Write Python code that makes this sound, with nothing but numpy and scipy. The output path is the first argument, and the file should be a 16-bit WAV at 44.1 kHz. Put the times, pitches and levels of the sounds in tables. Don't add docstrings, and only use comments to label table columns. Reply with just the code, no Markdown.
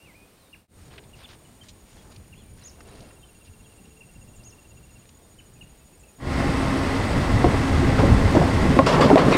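import sys
import numpy as np
from scipy import signal
from scipy.io import wavfile
from scipy.ndimage import uniform_filter1d

SR = 44100
rng = np.random.default_rng(int(sys.argv[2]) if len(sys.argv) > 2 else 0)


def makeup_ratio(level_db):
    decades = np.asarray(level_db, float) / 20
    return 10 ** decades


def to_wav(s):
    ch = np.atleast_2d(s).T
    pcm = np.round(np.clip(ch, -1, 1) * 32767)
    wavfile.write(sys.argv[1], SR, pcm.astype(np.int16))


N = 413216
T = np.arange(N) / SR


def rms_one(x):
    return x / np.sqrt(np.mean(x ** 2) + 1e-20)


def in_time(rows, t):
    s, *columns = np.transpose(rows)
    return [np.interp(t, s, c) for c in columns]


def drift(rate, t):
    r = np.exp(-80 * np.pi * rate / SR)
    noise = rng.standard_normal(len(t) // 40 + 2002)
    slow = rms_one(signal.lfilter([1], [1, -2 * r, r * r], noise)[2000:])
    return np.interp(np.arange(len(t)) / 40, np.arange(len(slow)), slow)


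def swells(rows, t):
    return np.sqrt(sum((makeup_ratio(db) * np.exp(-.5 * ((t - s) / half) ** 2)) ** 2 for s, half, db in rows))


def tone(hz):
    return np.sqrt(2) * np.sin(2 * np.pi * np.cumsum(hz) / SR)


def ring(x, hz, t60):
    r, w = makeup_ratio(-60 / (t60 * SR)), 2 * np.pi * hz / SR
    return signal.lfilter([0, np.sin(w)], [1, -2 * r * np.cos(w), r * r], x + 1e-18)


def whistle(hz, width, t):
    t60 = np.log(1000) / np.pi / width
    once = ring(rng.standard_normal(len(t)), hz, t60)
    return rms_one(ring(once, hz, t60))


def bands(spectrum, source):
    hz, level_db = np.transpose(spectrum)
    octaves = np.log2(min(hz[-1], 19000) / hz[0])
    edges = hz[0] * 2 ** np.arange(0, octaves + .01, 1 / 3)
    for k, (low, high) in enumerate(zip(edges, edges[1:])):
        mid = np.sqrt(low * high)
        band = signal.butter(2, [low, high], "band", fs=SR, output="sos")
        level = makeup_ratio(np.interp(np.log(mid), np.log(hz), level_db))
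        yield mid, level * signal.sosfilt(band, source[k % 2])


def coloured(spectrum, patchy_db, rate, t):
    together = drift(rate, t)
    parts = bands(spectrum, rng.standard_normal((2, len(t))))
    return rms_one(sum(makeup_ratio(patchy_db * (0.74 * together + drift(rate, t))) * part for hz, part in parts))


def grains(per_s, spread_db, t):
    sizes = makeup_ratio(spread_db * np.minimum(rng.exponential(1, len(t)), 4)) * rng.choice([-1, 1], len(t))
    return sizes * (rng.random(len(t)) < per_s / SR)


def knocks(t):
    # start in seconds, peak in dB, board pitch in Hz, brightness in dB
    seated = [(6.672, -20, 263, -16), (7.103, -23, 343, -3), (7.19, -21, 253, -24), (7.409, -22, 272, -7),
              (7.53, -14, 183, 1), (7.823, -11.5, 349, -40), (8.297, -30, 280, -14), (8.65, -17, 193, -4),
              (8.762, -6, 200, -22), (9.008, -8, 300, -8), (9.0535, -1.5, 215, -26), (9.281, -1, 300, -22)]
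    # start in seconds, peak in dB, board pitch in Hz, brightness in dB
    free = [
        (7.986, -9.5, 269, -4),
        (8.029, -6.5, 247, -17),
        (8.3655, -11, 200, -6),
        (8.412, -11, 260, -4),
        (8.988, -6.5, 473, -11),
        (9.349, -5.5, 290, -32),
    ]
    # ratio to the board pitch, level in dB
    modes = [(1, 2.5), (1.4, -4.5), (1.8, -1), (2.2, -1), (2.7, -3), (3.3, -4.5), (4.0, -8), (4.9, -14),
             (6.0, -15)]
    seated_t60_s, free_t60_s = 0.059, .14
    size = 8000
    out = np.zeros(len(t) + size)
    rows = sorted([(*row, seated_t60_s) for row in seated] + [(*row, free_t60_s) for row in free])
    for (s, level_db, hz, bright_db, t60), luck in zip(rows, rng.standard_normal((len(rows), 1000))):
        blow = np.zeros(size)
        blow[:900] = 0.073 * luck[100:] * makeup_ratio(-60 * T[:900] / (t60 * 0.66))
        blow[0] = 1
        blow = signal.lfilter([1], [1, -1.5, .57], blow)
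        knock = np.zeros(size)
        for k, (ratio, db) in enumerate(modes):
            mode_db = db + 1.4 * luck[k] + (bright_db + 9) * np.log2(ratio) / 2
            mode_hz = hz * ratio * (1 + 0.0803 * luck[k + 20])
            knock += (-1) ** k * makeup_ratio(mode_db) * ring(blow, mode_hz, t60 / np.sqrt(ratio))
        knock += makeup_ratio(bright_db / 2 + 12) * ring(np.diff(blow, prepend=0), 990, 0.0089)
        at = int((s + 0.001516 - t[0]) * SR)
        out[at:at + size] += makeup_ratio(level_db - 2.5) * knock / np.abs(knock).max()
    return signal.sosfilt(signal.butter(2, 60, "high", fs=SR, output="sos"), out[:len(t)])


def planks(t):
    # blow in seconds, mode in Hz, peak in dB, 60 dB decay in seconds
    modes = [(7.4439, 340, -5, .07), (7.4439, 1050, -13, .025), (7.4439, 716, -10, .08),
             (7.4439, 517, -17, .07), (7.464, 420, -16, .05), (7.464, 205, -17, .06),
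             (8.3515, 330, -9, .07), (8.3515, 650, -10, .04), (8.369, 300, -10, .05), (8.375, 330, -9, .04),
             (8.369, 900, -16, .05), (8.4155, 700, -12, .06), (8.7903, 265, -3, .1),
             (8.7903, 1077, -3, .075), (8.7903, 540, -6, .12), (8.7903, 800, -8, .06),
             (8.7903, 1400, -13, .03), (8.798, 640, -6, .07), (9.103, 620, -2, .03), (9.103, 900, -8, .035),
             (9.1108, 420, -5, .09), (9.1133, 760, -8, .06), (9.1285, 285, -9, .1), (9.132, 285, -5, .1),
             (9.1395, 400, -9, .03), (9.158, 400, 0, .025), (9.1583, 651, -3, .08), (9.1583, 985, -7, .02),
             (9.1727, 506, -11, .07), (9.1727, 760, -7, .05), (9.1727, 996, -13, .05)]
    rise_s = .0009
    out, age = np.zeros(len(t) + 6000), T[:6000]
    for s, hz, level_db, t60 in modes:
        at = np.searchsorted(t, s - rise_s)
        level = makeup_ratio(level_db - 60 * age / t60) * np.minimum(age / rise_s, 1)
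        out[at:at + len(age)] += level * np.cos(2 * np.pi * hz * (age - rise_s))
    return out[:len(t)]


def snaps(t):
    # start in seconds, peak in dB, ring in Hz, edge in dB
    contacts = [
        (7.4436, -13, 1300, -30),
        (8.7899, -17, 2100, -36),
        (8.9362, -38, 12000, -20),
        (9.1024, -14, 1900, -24),
        (9.1578, -9, 2200, -12),
        (9.028, -12, 1300, -20),
        (8.874, -12, 600, -24),
    ]
    ring_t60_s, edge_t60_s = .006, .004
    out, age = np.zeros(len(t)), T[:800]
    for s, level_db, hz, edge_db in contacts:
        at = np.searchsorted(t, s)
        overtone = .3 * np.sin(2 * np.pi * min(1.6 * hz, 15000) * age)
        body = makeup_ratio(-60 * age / ring_t60_s) * (np.sin(2 * np.pi * hz * age) + overtone)
        scrape = signal.lfilter([.2], [1, -1.3, .42], rng.standard_normal(len(age)))
        edge = makeup_ratio(edge_db - 60 * age / edge_t60_s) * scrape
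        out[at:at + len(age)] += makeup_ratio(level_db) * (body + edge)
    return out


def thuds(t):
    # start in seconds, peak in dB, deck pitch in Hz, 60 dB decay in seconds
    pushes = [
        (7.519, -11, 91, 0.17),
        (7.73, -9, 76, 0.22),
        (8.05, -9, 93, 0.14),
        (8.1, -4, 65, 0.28),
    ]
    out = np.zeros(len(t))
    for s, level_db, hz, t60 in pushes:
        age = np.maximum(t - s, 0)
        level = makeup_ratio(level_db - 60 * age / t60) * np.minimum(age / 0.017, 1)
        out += level * np.sin(2 * np.pi * hz * age)
    return out


def bars(t):
    # start in seconds, pitch in Hz, level in dB, 60 dB decay in seconds
    singing = [(8.862, 4600, -26, .08), (8.863, 7260, -36, .1), (8.867, 5200, -32, .15),
               (8.876, 3290, -30, .2), (8.885, 2830, -32, .25), (8.923, 5300, -36, .1),
               (9.006, 7450, -38, .12), (9.009, 4600, -33, .15), (9.022, 3310, -32, .25),
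               (9.03, 4810, -36, .2), (9.18, 4300, -33, .15), (9.174, 1920, -27, .2),
               (9.192, 2980, -31, .15), (9.306, 5800, -38, .2), (9.322, 2500, -27, .3),
               (9.33, 3790, -34, .3), (9.338, 2120, -27, .3), (9.318, 4300, -35, .15),
               (7.449, 600, -24, .14), (8.797, 700, -19, .15), (8.799, 1080, -21, .16),
               (8.866, 1120, -21, .3), (9.111, 780, -20, .2), (9.015, 1100, -17, .2),
               (8.935, 1050, -22, .25), (9.113, 1200, -21, .2), (8.36, 560, -18, .25),
               (7.982, 1400, -25, .15)]
    width_hz, rise_s = 420, .003
    out, age = np.zeros(len(t) + 12000), T[:12000]
    for s, hz, level_db, t60 in singing:
        at = np.searchsorted(t, s)
        level = makeup_ratio(level_db - 60 * age / t60) * np.minimum(age / rise_s, 1)
        out[at:at + len(age)] += level * whistle(hz, width_hz, age)
    return out[:len(t)]


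def rattles(t):
    # start in seconds, level in dB, 60 dB decay in seconds, dullness in dB per octave, rise in seconds
    jolts = [
        (8.862, -15.5, 0.46, -5, .003),
        (8.925, -29, 0.42, -8.5, .005),
        (9.007, -19.5, 0.39, -6, .004),
        (9.172, -18, 0.32, -7.5, .008),
        (9.3, -22.5, 0.6, -7.5, .02),
        (7.985, -26, 0.17, -7, .006),
        (8.35, -28.5, 0.1, -4.5, .002),
        (7.443, -24, 0.057, -10.5, .001),
    ]
    # frequency in Hz, level in dB per Hz
    rail = [(290, -20.5), (500, -7), (830, -12), (1080, -3.5), (1440, -11.5), (2300, -7), (3240, -11),
            (4700, -9), (6300, -15), (8320, -15), (10500, -33), (16000, -62)]
    clicks = [grains(9000, 1.1, t), grains(9000, 2.5, t)]
    parts = [(hz, makeup_ratio(1.3 * drift(25, t)) * part) for hz, part in bands(rail, clicks)]
    norm = np.std(sum(part for hz, part in parts))
    out = np.zeros(len(t))
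    for s, level_db, t60, tilt_db, rise in jolts:
        at = np.searchsorted(t, s)
        age = t[at:] - s
        for hz, part in parts:
            band_t60 = t60 * (hz / 2000) ** -.3
            dying = makeup_ratio(level_db + tilt_db * np.log2(hz / 2000) - 60 * age / band_t60)
            out[at:] += np.minimum(age / rise, 1) * dying * part[at:] / norm
    return out


def clatter(t):
    hits = grains(900 * makeup_ratio(3.3 * drift(12, t)), 1.36, t)
    dealt = rng.integers(0, 24, len(t))
    pitches = np.geomspace(130, 1400, num=24)
    return rms_one(sum((hz / 300) ** -.6 * ring(hits * (dealt == k), hz, 14 / hz)
                       for k, hz in enumerate(pitches)))


def engine(roar_db, t):
    # frequency in Hz, level in dB per Hz
    roar_colour = [(88, -33), (150, -7), (197, -9), (269, 4), (297, -2.5), (398, -5.5), (649, -7.5),
                   (759, -10.5), (1080, -12.5), (1500, -14), (2010, -19), (2360, -21), (6250, -32),
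                   (8380, -35.5), (16000, -56.5)]
    # centre in Hz, width in Hz, level in dB
    bay_modes = [(1082, 520, -26.5), (2000, 400, -26.5), (2630, 140, -37.5), (3400, 2000, -34.5),
                 (4850, 1460, -36.5), (8240, 710, -42.5), (9950, 380, -47.5), (13000, 500, -60),
                 (15300, 1500, -59)]
    # multiple of the blade rate, level in dB
    fan = [(1, -31), (3, -42.5), (4, -43), (5, -55)]
    # time in seconds, level in dB
    fan_load = [(6.3, 0.0), (6.75, 0.0), (6.9, -5), (7.1, -4), (7.2, 0.0), (8.0, 1.5), (9.4, 0.0)]
    roar = makeup_ratio(roar_db + 13.5) * coloured(roar_colour, 0.67, 34, t)
    bay = sum(makeup_ratio(db - 11 + 1.3 * drift(36, t)) * whistle(hz, w, t) for hz, w, db in bay_modes)
    blade_hz = 268.4 * (1 + 0.00207 * drift(3, t))
    whine = sum(makeup_ratio(db + 1.4 * drift(5, t)) * tone(k * blade_hz) for k, db in fan)
    return roar + bay + makeup_ratio(in_time(fan_load, t)[0]) * whine


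def bridge(t):
    # time in seconds, gain from 0 to 1
    fade = [(0, 0.021), (6.182, 0.0045), (6.38, 1), (9.4, 0.94)]
    # frequency in Hz, level in dB per Hz
    boom = [(12, -38), (20, -6.5), (64, 0.5), (102, 1.5), (198, -10.5), (250, -5.5), (320, -43),
            (550, -120)]
    # time in seconds, boom in dB
    flex = [(6.37, -23), (6.87, -28), (7.07, -29), (7.17, -21.5), (7.52, -19.5), (7.67, -26), (7.77, -19),
            (8.07, -14.5), (8.35, -23), (8.72, -20), (8.82, -24.5), (8.89, -22), (8.97, -33), (9.37, -30)]
    # time in seconds, clatter in dB
    roll_ons = [(6.47, -24), (6.72, -26), (7.17, -26), (7.46, -17), (7.88, -25), (8.06, -13.5), (8.39, -14),
                (8.67, -15.5), (8.97, -16.5), (9.06, -15), (9.28, -13)]
    # time in seconds, level in dB
    chatter = [(6.3, -29), (7.8, -32), (8.5, -21), (9.4, -20.5)]
    roll_half_s = .06
    rolls = swells([(s, roll_half_s, db) for s, db in roll_ons], t)
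    rolling = np.hypot(makeup_ratio(in_time(chatter, t)[0]), rolls)
    deck = makeup_ratio(in_time(flex, t)[0]) * coloured(boom, 1.07, 20, t) + makeup_ratio(-4.0) * rolling * clatter(t)
    roar_db = -41 + 1.45 * (t - t[0])
    steady = in_time(fade, t)[0] * (deck + engine(roar_db, t))
    return steady + knocks(t) + thuds(t) + rattles(t) + bars(t) + snaps(t) + planks(t)


def whistled_notes():
    # time in seconds, pitch in Hz, level in dB
    song = [
        [(.0, 2700, -64), (.05, 2850, -57), (.075, 2390, -59), (.11, 2050, -58), (.14, 1900, -74)],
        [(.14, 2040, -62), (.156, 2430, -56), (.27, 2510, -65)],
    ]
    # start and length in seconds, top in Hz, depth in octaves, level in dB
    arches = [
        (2.348, .1, 3480, .56, -62),
        (2.637, .064, 6950, .45, -46.5),
    ]
    # start and length in seconds, top in Hz, depth in octaves, level in dB
    round_arches = [
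        (3.638, .032, 3300, .3, -62),
        (4.441, .072, 6750, .45, -51),
    ]
    # start and length in seconds, first pitch in Hz,
    # fall in octaves, level in dB
    slides = [(.372, .135, 4900, .5, -69), (.3, .05, 2500, -.35, -73), (.35, .07, 3150, .02, -73),
              (.372, .02, 2500, -.03, -68), (.546, .01, 2100, .5, -60), (1.236, .006, 2800, -.35, -54),
              (2.631, .01, 4700, -.3, -58), (2.697, .01, 5300, .25, -57), (2.875, .05, 4000, .06, -67),
              (3.69, .03, 2950, .1, -65), (3.85, .02, 3100, .2, -63), (4.431, .014, 3900, -.6, -59),
              (5.403, .014, 2100, .6, -62), (2.445, .075, 2420, .07, -69), (2.37, .05, 4250, .03, -69),
              (2.612, .028, 4700, .33, -59), (2.66, .03, 5900, .27, -62), (3.17, .12, 4060, .27, -72),
              (3.76, .022, 8000, .11, -65), (4.355, .018, 8000, .19, -56.5), (5.21, .07, 3715, .04, -73),
              (5.992, .015, 7800, .05, -57), (6.058, .055, 3000, .34, -65), (5.55, .045, 2800, .24, -66),
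              (5.8, .03, 2680, .04, -68), (1.975, .035, 3450, .08, -63)]
    pointed, rounded = 1.45, 2.3
    top_at, rise_share = .44, .55
    ends_db, settle = -8, 2.2
    u = np.linspace(0, 1, num=25)
    from_top = np.where(u < top_at, 1 - u / top_at, (u - top_at) / (1 - top_at))
    share = np.where(u < top_at, rise_share, 1)
    notes = list(song)
    for rows, bend in [(arches, pointed), (round_arches, rounded)]:
        for s, length, hz, depth, db in rows:
            pitch = hz * 2 ** (-depth * share * from_top ** bend)
            notes.append(np.c_[s + length * u, pitch, db + ends_db * from_top ** 1.5])
    for s, length, hz, fall, db in slides:
        pitch = hz * 2 ** (-fall * (1 - np.exp(-settle * u)))
        notes.append(np.c_[s + length * u, pitch, db + ends_db * (2 * u - 1) ** 2])
    return notes


def birds(t):
    # start in seconds, top in Hz, level in dB, fall in octaves
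    chips = [(.527, 2860, -45.5, 0.78), (1.131, 2880, -50.5, 0.47), (1.239, 3620, -45.5, 1.05),
             (1.447, 3000, -59, 0.36), (1.61, 3160, -47, 0.091), (2.324, 2830, -49.5, 0.67),
             (3.23, 3120, -52.5, 0.091), (4.005, 2770, -47, 0.29), (5.384, 3090, -50.5, .9),
             (5.608, 2880, -44, .4), (6.032, 2660, -55, .04), (5.927, 2650, -64, .04)]
    out = np.zeros(len(t))
    flutter_db = 2.5 * np.sin(2 * np.pi * 85 * t)
    for note in whistled_notes():
        s, hz, level_db = np.transpose(note)
        span = (t >= s[0]) & (t < s[-1])
        ends = np.clip(np.minimum(t[span] - s[0], s[-1] - t[span]) / 0.0021, 0, 1)
        pitch = uniform_filter1d(np.interp(t[span], s, hz), size=250)
        level = makeup_ratio(np.interp(t[span], s, level_db) + flutter_db[span])
        out[span] += level * ends * tone(pitch)
    for s, hz, level_db, fall in chips:
        length = .0205 + .005 * fall
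        span = (t >= s) & (t < s + length)
        u = (t[span] - s) / length
        pitch = hz * 2 ** (-fall * (u ** 3.8 + 0.21 * (1 - u) ** 8))
        ends = np.minimum(1, 3.6 * np.minimum(u, 1 - u))
        out[span] += makeup_ratio(level_db - 5.5 * u ** 2) * ends * tone(pitch)
    reeds = rng.standard_normal(8000) * makeup_ratio(-60 * t[:8000] / .4)
    echo = makeup_ratio(-22) * np.roll(out, int(0.01 * SR))
    tail = makeup_ratio(-40.0) * signal.fftconvolve(out, reeds)[:len(t)]
    return out + echo + tail


def chirps(song, duty, edge, t):
    place = (in_time(song, t)[0] + .5) % 1 - .5
    gate = np.clip((duty / 2 - np.abs(place)) / max(edge, .01) + .5, 0, 1)
    return place, gate * (t > song[0][0])


def insects(t):
    # time in seconds, chirps sung so far
    low_song = [(2.5854, 2.5), (5.0568, 42.5)]
    high_song = [(.7, -.08), (6.4, 72.82)]
    rival_song = [(.7, .86), (6.4, 76.06)]
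    near_song = [(.7, .85), (6.4, 289.4)]
    far_song = [(.7, 1.05), (6.4, 286.3)]
    # time in seconds, high cricket in dB, near buzzer in dB, far buzzer in dB
    chorus = [(.7, -72, -76, -68), (1.6, -70, -71, -70), (2.5, -69, -62, -77), (3.4, -68, -63, -69),
              (4.2, -63, -70, -65), (5.0, -62.5, -70, -69), (6.2, -64.5, -65, -71)]
    # time in seconds, rival cricket in dB
    rival_level = [(.7, -74), (1.4, -72), (2.4, -70), (2.9, -76), (6.4, -80)]
    # centre in Hz, width in Hz, level in dB
    near_wings = [(9490, 110, -3.5), (9190, 78, -6)]
    far_wings = [(8930, 120, -2.5), (8620, 700, -3)]
    high_db, near_db, far_db = in_time(chorus, t)

    place, gate = chirps(low_song, 0.3, 0.11, t)
    low_db = -62.5 + 1.4 * (t - low_song[0][0])
    low_db += 1.3 * drift(1.8, t) + 1.5 * np.sin(2 * np.pi * 5.3 * t) ** 3
    low_db -= 6.0 * (t > low_song[1][0] - .06)
    low = makeup_ratio(low_db) * gate * tone(2745 * (1 - .07 * place))

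    place, gate = chirps(high_song, 0.52, 0.17, t)
    pure = tone(6810 * (1 + .008 * place + 0.0019 * drift(60, t)))
    high = makeup_ratio(high_db + 1.5 * drift(30, t)) * gate * (pure + .5 * whistle(6820, 200, t))
    blur = makeup_ratio(-77.0 + 1.2 * drift(3, t)) * whistle(6820, 140, t) * (t > high_song[0][0])

    place, gate = chirps(rival_song, 0.5, 0.2, t)
    rival = makeup_ratio(in_time(rival_level, t)[0]) * gate * tone(6850 * (1 + .006 * place))

    place, gate = chirps(near_song, 0.51, .15, t)
    near = makeup_ratio(near_db - 1.0 + .9 * drift(20, t)) * gate * tone(9420 * (1 - .06 * place))
    near_buzz = sum(makeup_ratio(db) * whistle(hz, w, t) for hz, w, db in near_wings)
    near += (makeup_ratio(near_db - 6) * gate + makeup_ratio(-73)) * near_buzz

    place, gate = chirps(far_song, 0.67, 0.33, t)
    far = makeup_ratio(far_db + 1.5 * drift(20, t)) * gate * tone(8730 * (1 - .04 * place))
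    far_buzz = sum(makeup_ratio(db) * whistle(hz, w, t) for hz, w, db in far_wings)
    far += (makeup_ratio(far_db - 6) * gate + makeup_ratio(-70.5)) * far_buzz
    return low + high + blur + rival + near + far


def hand(t):
    # start in seconds, length in seconds, level in dB, centre in Hz
    touches = [(0.895, 0.089, -54, 1600), (.9785, 0.011, -42, 2400), (.989, .007, -50, 2400),
               (0.772, 0.16, -61.5, 3200), (1.03, 0.025, -60, 2800), (1.15, 0.06, -59, 2400),
               (1.185, 0.085, -52, 1900), (1.276, 0.082, -50, 2000), (1.618, 0.068, -57, 3300),
               (1.683, 0.015, -47.5, 4500), (1.69, .03, -56, 4600), (1.848, 0.32, -60.5, 3000),
               (2.032, 0.062, -54.5, 700), (2.09, 0.048, -55, 800), (2.1, 0.06, -60, 2200),
               (2.159, .012, -51, 3900), (2.56, 0.18, -59.5, 2200), (2.652, 0.0074, -56, 2200),
               (2.804, 0.011, -46, 1900), (2.804, .01, -50, 3900), (2.277, .006, -62, 5500),
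               (1.17, .17, -60, 5000), (3.853, .01, -62, 4500), (2.843, 0.32, -57.5, 2100),
               (3.004, 0.0091, -52, 3900), (3.105, 0.014, -57, 1600), (3.448, .04, -59, 3500),
               (5.053, .008, -59, 2800), (5.089, .012, -55, 4000)]
    out = np.zeros(len(t))
    skin = rng.standard_normal(len(t)) * makeup_ratio(2.5 * drift(150, t))
    for s, length, level_db, hz in touches:
        span = (t >= s) & (t < s + length)
        u = (t[span] - s) / length
        octaves, rise_s = (3.06, .015) if length > .05 else (1.5, .0016)
        half = 2 ** (octaves / 2)
        band = signal.butter(3, [hz / half, hz * half], "band", fs=SR, output="sos")
        scratch = signal.lfilter([1], [1, -.6], signal.sosfilt(band, skin[span]))
        swell = np.minimum(u * length / rise_s, 1) * np.sin(np.pi * (0.13 + 0.77 * u) ** 0.77)
        out[span] += makeup_ratio(level_db) * swell * rms_one(scratch)
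    return out


def marsh(t):
    # time in seconds, gain from 0 to 1
    fade = [(0, 1), (.57, 1), (.675, .012), (.77, 1), (6.18, 1), (6.38, 0)]
    # time in seconds, level in dB
    gusts = [(0, -53), (.35, -58), (.6, -57), (.8, -46), (1.0, -52), (1.8, -53), (2.1, -48), (2.6, -46.5),
             (2.82, -52.5), (3.0, -42), (3.2, -51), (4.0, -52), (4.27, -45.5), (4.6, -54), (4.8, -48.5),
             (5.4, -54), (5.6, -50), (6.1, -57)]
    # time in seconds, half length in seconds, level in dB
    shifts = [
        (.97, 0.088, -53.5),
        (1.3, 0.13, -59),
        (2.07, .1, -57.5),
        (2.95, 0.18, -51.5),
        (4.5, .2, -64),
    ]
    # time in seconds, level in dB
    hum = [(3.35, -86), (3.55, -66), (4.0, -65.5), (4.2, -90)]
    # frequency in Hz, level in dB per Hz
    wind_colour = [(12, -36), (20, -7.5), (76, -0.5), (193, -8.5), (225, -10.5), (331, -24), (400, -33.5),
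                   (520, -33), (880, -120)]
    handling_colour = [(88, -39), (150, -8), (231, -12), (320, -1.5), (563, -7.5), (669, -8.5),
                       (2000, -28.5), (2600, -57), (4400, -120)]
    air_colour = [(180, 5), (300, -1.5), (1780, -11.5), (2740, -11), (2930, -13), (5790, -18),
                  (6610, -23.5), (7310, -24.5), (9220, -8.5), (10000, -24), (16000, -24)]
    wind = makeup_ratio(in_time(gusts, t)[0] - 1.1) * coloured(wind_colour, 2.04, 11.0, t)
    grip = np.hypot(makeup_ratio(-62), swells(shifts, t))
    handling = grip * coloured(handling_colour, 1.7, 22, t)
    air = makeup_ratio(-60) * coloured(air_colour, 0.97, 2.3, t) + makeup_ratio(-64) * rng.standard_normal(len(t))
    moan = makeup_ratio(in_time(hum, t)[0]) * tone(440 * (1 + 0.013 * drift(6.0, t)))
    return in_time(fade, t)[0] * (wind + handling + air + moan + insects(t) + birds(t) + hand(t))


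def scene():
    marsh_end, bridge_start = int(6.4 * SR), int(6.1 * SR)
    out = np.zeros((1, N))
    out[0, :marsh_end] += marsh(T[:marsh_end])
    out[0, bridge_start:] += bridge(T[bridge_start:])
    return out


def ducked(x):
    from_db, share, back_db_per_s, attack_s = -2.2, .5, 24, .012
    over_db = share * np.maximum(20 * np.log10(np.abs(x) + 1e-9) - from_db, 0)
    creep_db = back_db_per_s * T
    held_db = np.maximum.accumulate(over_db + creep_db, axis=1) - creep_db
    r = np.exp(-1 / (attack_s * SR))
    return x * makeup_ratio(-signal.lfilter([1 - r], [1, -r], held_db))


def top_cut(x):
    return signal.sosfilt(signal.butter(12, 15790, fs=SR, output="sos"), x)


def record(dry):
    even = ducked(dry)
    loud = even / (1 + np.abs(even / .97) ** 12) ** (1 / 12)
    mix = signal.sosfilt(signal.ellip(10, .3, 80, 15800, fs=SR, output="sos"), loud)
    return top_cut(mix)


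dry = scene()
out = record(dry)
to_wav(out)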